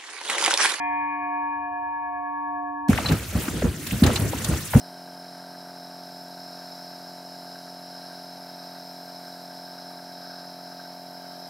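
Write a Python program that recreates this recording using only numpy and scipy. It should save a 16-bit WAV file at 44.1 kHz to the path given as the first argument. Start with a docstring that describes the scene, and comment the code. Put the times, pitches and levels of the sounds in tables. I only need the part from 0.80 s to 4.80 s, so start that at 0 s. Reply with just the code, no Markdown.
"""On the deck of a sailing ship, in stereo. A bronze bell, already struck, rings on over a faint rumble of
air; its split partials beat, differently in each channel. Then an abrupt cut to a hand bilge pump, close
to the microphone: air gulps through its barrel, water churns, the iron linkage clacks and squeaks once.
The stream gushes from the spout and splashes on the planks in bubbles and spray."""
import sys
import numpy as np
from scipy import signal
from scipy.io import wavfile

SR = 44100
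rng = np.random.default_rng(int(sys.argv[2]) if len(sys.argv) > 2 else 0)


def store_wav(level_fs):
    """Save 16-bit WAV to argv[1]."""
    pcm = np.round(np.clip(np.atleast_2d(level_fs), -1, 1) * 32767)
    wavfile.write(sys.argv[1], SR, pcm.T.astype(np.int16))


N = 176400
T = np.arange(N) / SR
SIDES = np.array([[1], [-1]])  # left, right


def from_db(db):
    """Decibels to gain."""
    return 10 ** (np.asarray(db) / 20)


def unit_rms(x):
    """Scale to an rms of 1."""
    return x / np.sqrt(np.mean(x ** 2) + 1e-20)


def in_time(rows):
    """Read (time, value) rows at every sample."""
    return np.interp(T, *np.transpose(rows))


def at_hz(rows, hz):
    """Read (frequency, value) rows on a log-frequency axis."""
    freqs, values = np.transpose(rows)
    return np.interp(np.log(hz), np.log(freqs), values)


def drift(per_s):
    """A random wander with a spread of about 1."""
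    knots = rng.standard_normal(1000)
    return np.interp(T * per_s, np.arange(len(knots)), knots) * np.sqrt(3 / 2)


def swell(start_s, rise_s, order=1):
    """An envelope that climbs to 1 in rise_s and dies away; a higher order narrows it."""
    age = np.clip((T - start_s) / rise_s, 0, 60)
    return (age * np.exp(1 - age)) ** order


def band(x, low_hz, high_hz):
    """A gentle band-pass."""
    edges = [low_hz, min(high_hz, SR / 2 - 1000)]
    return signal.sosfilt(signal.butter(2, edges, "band", fs=SR, output="sos"), x)


def resonate(x, hz, width_hz):
    """A resonance with a peak gain of 1."""
    r = np.exp(-np.pi * width_hz / SR)
    return (1 - r * r) / 2 * signal.lfilter([1, 0, -1], [1, -2 * r * np.cos(2 * np.pi * hz / SR), r * r], x)


def spread(pair, hz):
    """Mix two unrelated noises to stereo: the bass sits near the centre, the treble is wide."""
    # likeness of the two channels: (frequency [Hz], correlation [0..1])
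    likeness = [(60, .975), (250, .92), (1200, .6), (4000, .32), (15000, .38)]
    alike = at_hz(likeness, hz)
    return np.sqrt(1 + alike) * pair[0] + np.sqrt(1 - alike) * pair[1] * SIDES


def banded_noise(colour, flicker_db, flicker_per_s):
    """Half-octave bands of stereo noise, each flickering by itself; rms 1."""
    edges = 22 * 2 ** np.arange(0, 10.1, .5)
    out, white = 0, rng.standard_normal((2, 2, N))
    for k, (low, high) in enumerate(zip(edges, edges[1:])):
        hz, flicker = np.sqrt(low * high), drift(flicker_per_s)
        if colour[0][0] / 2 < hz < colour[-1][0] * 2:
            gain = from_db(at_hz(colour, hz) + flicker_db * flicker)
            out += gain * spread(band(white[k % 2], low, high), hz)
    return unit_rms(out)


def chirp(start_s, db, hz, rise_s, glide_per_s, order):
    """A short tone that swells, glides exponentially and dies."""
    age = np.clip(T - start_s, 0, .5)
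    phase = 2 * np.pi * hz * np.expm1(glide_per_s * age) / glide_per_s
    return from_db(db) * swell(start_s, rise_s, order) * np.sin(phase)


def deck_air():
    """The faint rumble of open air behind the bell."""
    # spectrum of the air: (frequency [Hz], relative density [dB])
    colour = [(25, -20.5), (72, 0), (140, -15.5), (500, -28), (1500, -30), (3200, -50), (15000, -55.5)]
    return from_db(-61) * banded_noise(colour, flicker_db=1.5, flicker_per_s=8)


def bell():
    """The bronze rings down in steady partials; those with a close twin beat against it."""
    # the bell's modes and, at 2821 Hz, a very faint fading tone behind the bell:
    # (frequency [Hz], level [dB], left over right [dB], right's lead [rad], decay [dB/s]),
    # if split also (twin's offset [Hz], relative level [dB], relative pan [dB], beat dip on the left [s])
    tones = [(290.44, -40, -3.5, 0, 0, .62, -3.7, 3, 1.40),
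             (722.04, -35.5, -5, .9, 0, -2.29, -2.7, 5, .265),
             (926.52, -25.7, 1, 1.5, 3.1, 2.04, -10, 0, .43), (1068.9, -51, -2, 0, 6.8),
             (1107.9, -35, 4, .6, .6, .85, -8.5, -2, 1.08),
             (1710.32, -38.2, 4.5, .7, 2.4, -9.74, -2.8, -3, .08), (1789.4, -37.5, 3, 1.2, 26),
             (2052.3, -40, 4, 1.7, 32), (2228.8, -45.5, 4, 1, 11.8, -.88, -1.5, 0, .92),
             (2422.33, -35, 4, 1.4, 14.7, 7.6, -11, -3, .12), (2821, -62, 1, 1, 9), (3246, -57, 3, 1.9, 46)]
    out, right = np.zeros((2, N)), np.array([[0], [1]])
    for hz, db, pan_db, lead, decay, *twin in tones:
        tone = np.exp(1j * (2 * np.pi * (hz * T + rng.random()) + lead * right))
        if twin:
            offset_hz, twin_db, twin_pan_db, dip_s = twin
            skew_turns = right * 70.6 / hz  # the right channel dips at other moments
            beat = np.exp(2j * np.pi * (offset_hz * (T - dip_s) + skew_turns))
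            tone *= 1 - from_db(twin_db + twin_pan_db * SIDES / 2) * beat
        noise_db = -30 + 7 * np.log2(hz / 1000)  # faint added noise roughens each tone, more so higher up
        tone *= 1 + from_db(noise_db) * (drift(150) + 1j * drift(150))
        out += from_db(db - decay * T + pan_db * SIDES / 2) * tone.real
    return out


def barrel(gush_swing_db):
    """Pockets of air gulp and glug through the valve; the water churns with each gulp and with the flow."""
    # air gulps: (time [s], peak [dB], starting pitch [Hz], churn level [dB], churn rise [s])
    gulps = [(2.0905, -1, 231, -14, 0.017), (2.295, -17, 262, -18.5, 0.019), (2.55, -13.5, 210, -21, 0.015),
             (2.681, -16.5, 281, -29, 0.061), (2.838, -11, 227, -16, 0.015), (3.12, -15.5, 202, -21, 0.013),
             (3.2205, -2, 230, -14, 0.028), (3.249, -18.5, 333, -23, 0.03),
             (3.39, -18.5, 150, -19.5, 0.036), (3.686, -13.5, 162, -22.5, 0.029),
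             (3.948, -5, 134, -8.5, 0.012)]
    # hollow glugs that plunge in pitch as the valve opens: (time [s], peak [dB], starting pitch [Hz])
    glugs = [(2.8181, -20, 890), (3.932, -21, 1166)]
    # spectrum of churning water: (frequency [Hz], relative density [dB])
    colour = [(42, -18), (68, 6.5), (130, 1.5), (260, -2.5), (400, -11.5), (530, -14.5), (1200, -30.5)]
    gulping = sum(chirp(s, db, hz, rise_s=1.29 / hz, glide_per_s=-7, order=3) for s, db, hz, *_ in gulps)
    glugging = sum(chirp(*glug, rise_s=.0089, glide_per_s=-64, order=2) for glug in glugs)
    gulp_power = sum((from_db(db) * swell(s, rise_s)) ** 2 for s, _, _, db, rise_s in gulps)
    flow_power = from_db(-32.5 + .27 * gush_swing_db) ** 2
    churn = np.sqrt(gulp_power + flow_power) * banded_noise(colour, flicker_db=3, flicker_per_s=30)
    return gulping + glugging + churn


def bubble_swarm(low_hz, high_hz, per_s, cycles, size_db, pitches=36):
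    """Bubbles born in clumps ring briefly, each with its own size and place between left and right."""
    out = np.zeros((2, N))
    births_per_s = per_s * from_db(3 * drift(45))
    for hz in np.geomspace(low_hz, high_hz, pitches):
        born = np.flatnonzero(rng.random(N) < births_per_s / pitches / SR)
        size, side, sign = rng.random((3, 2000))[:, :len(born)]
        level_db = size_db * np.minimum(-np.log(size), 4)
        pan_db = 5 * (2 * side - 1) * SIDES
        kicks = np.full((2, N), 1e-18)
        kicks[:, born] = np.sign(sign - .5) * from_db(level_db + pan_db)
        width_hz = np.log(1000) / np.pi * hz / cycles  # 60 dB down after this many cycles
        ringing = resonate(kicks, hz, width_hz)
        out += resonate(ringing, hz, 2 * width_hz) / width_hz  # the second pass softens the onset
    return unit_rms(out)


def outflow(gush_db, gush_swing_db):
    """The stream from the spout: a wash full of bubbles."""
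    # spectrum of the wash: (frequency [Hz], relative density [dB])
    colour = [(150, -18), (450, -1), (680, -3), (1200, 10), (1900, -12), (3500, -1), (8000, -46)]
    # bubble swarms: (lowest pitch [Hz], highest pitch [Hz], births [1/s], ring [cycles],
    # size spread [dB], level at mean gush [dB], share of the gush's swing [0..1])
    swarms = [(450, 1300, 420, 14, 2.5, -46, .65), (1300, 4300, 900, 20, 2.8, -43.5, .35),
              (4300, 14000, 2000, 22, 3, -47, .2)]
    wash = from_db(gush_db - 6.5) * banded_noise(colour, flicker_db=3.5, flicker_per_s=35)
    bubbles = sum(from_db(db + share * gush_swing_db) * bubble_swarm(*kind) for *kind, db, share in swarms)
    return wash + bubbles


def spray():
    """Fine droplets hiss all through the pumping and flare in sharp spatters."""
    # hiss of the droplets: (time [s], relative level [dB])
    hiss = [(2.3, -40), (2.5, -42.5), (2.64, -37.5), (2.95, -47.5), (3.06, -39), (3.9, -39), (4.0, -34.5)]
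    # sharp spatters: (time [s], relative peak [dB])
    spatters = [(2.098, -25), (2.32, -21), (3.0683, -21.5), (3.236, -20.5), (3.264, -18), (3.3577, -22),
                (3.646, -19)]
    # spectrum of the spray: (frequency [Hz], relative density [dB])
    colour = [(500, -15), (1500, 1), (4200, -2), (5200, -2.5), (8000, 0.5), (15500, -7)]
    hiss_power = from_db(in_time(hiss) + 3.5) ** 2
    spatter_power = sum((from_db(db - 5.5) * swell(s - .002, rise_s=.004)) ** 2 for s, db in spatters)
    return np.sqrt(hiss_power + spatter_power) * banded_noise(colour, flicker_db=3, flicker_per_s=90)


def splashes():
    """Lumps of water slap the planks, each a short burst of noise around its own pitch."""
    # water landing: (time [s], level [dB], band centre [Hz])
    slaps = [(2.128, -26, 1590), (2.174, -22.5, 2040), (2.184, -23, 960), (2.255, -28.5, 1540),
             (2.32, -28, 1470), (2.678, -27, 1280), (2.82, -29.5, 1700), (3.107, -30, 2370),
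             (3.2337, -22.5, 1380), (3.267, -26, 1920), (3.299, -28.5, 1060), (3.529, -25.5, 696),
             (3.932, -23.5, 1300), (3.946, -26, 1230)]
    out, edge_ratio = 0, 1.35
    for s, db, hz in slaps:
        burst = spread(band(rng.standard_normal((2, N)), hz / edge_ratio, hz * edge_ratio), hz)
        out += from_db(db) * swell(s, rise_s=.0045, order=2) * unit_rms(burst)
    return out


def linkage():
    """The handle's pins knock in their loose eyes, rattling the iron's modes; the linkage squeaks once."""
    # knocks of the pins: (time [s], level [dB])
    clacks = [(2.257, -31), (2.284, -27.5), (3.234, -24), (3.357, -24.5), (3.643, -30.5)]
    # a brief, high metallic squeak: (time [s], peak [dB], pitch [Hz], rise [s])
    squeaks = [(2.257, -19.5, 4050, 0.0068)]
    modes_hz = [2860, 3610, 4000, 4360]
    iron = sum(spread(resonate(rng.standard_normal((2, N)), hz, width_hz=250), hz) for hz in modes_hz)
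    clacking = unit_rms(iron) * sum(from_db(db) * swell(s, rise_s=.0051) for s, db in clacks)
    return clacking + sum(chirp(*squeak, glide_per_s=.15, order=3) for squeak in squeaks)


def scene():
    """The bell in still air, then a cut to the pump at close range."""
    # strength of the gush from the spout: (time [s], relative level [dB])
    gush = [(2.1, -43.5), (2.32, -33.5), (2.49, -63.5), (2.57, -41.5), (2.74, -56), (2.85, -46.5),
            (3.03, -70), (3.18, -58.5), (3.26, -22.5), (3.5, -60.5), (3.72, -37.5), (3.89, -74.5), (4, -59)]
    cut_s, crossfade_s = 2.084, .005
    gush_db = in_time(gush)
    swing_db = gush_db - gush_db[T > cut_s].mean()
    at_pump = np.clip((T - cut_s) / crossfade_s + .5, 0, 1)
    air = deck_air()
    pump = barrel(swing_db) + linkage() + outflow(gush_db, swing_db) + splashes() + spray()
    return (1 - at_pump) * (bell() + air) + at_pump * pump


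def record(dry):
    """The microphone drops the deepest bass, peaks are rounded and the top is cut steeply."""
    low_cut_hz, high_cut_hz = 51, 15700
    thinned = signal.sosfilt(signal.butter(2, low_cut_hz, "high", fs=SR, output="sos"), dry)
    return signal.sosfilt(signal.ellip(12, .1, 80, high_cut_hz, fs=SR, output="sos"), np.tanh(thinned))


dry = scene()
out = record(dry)
store_wav(out)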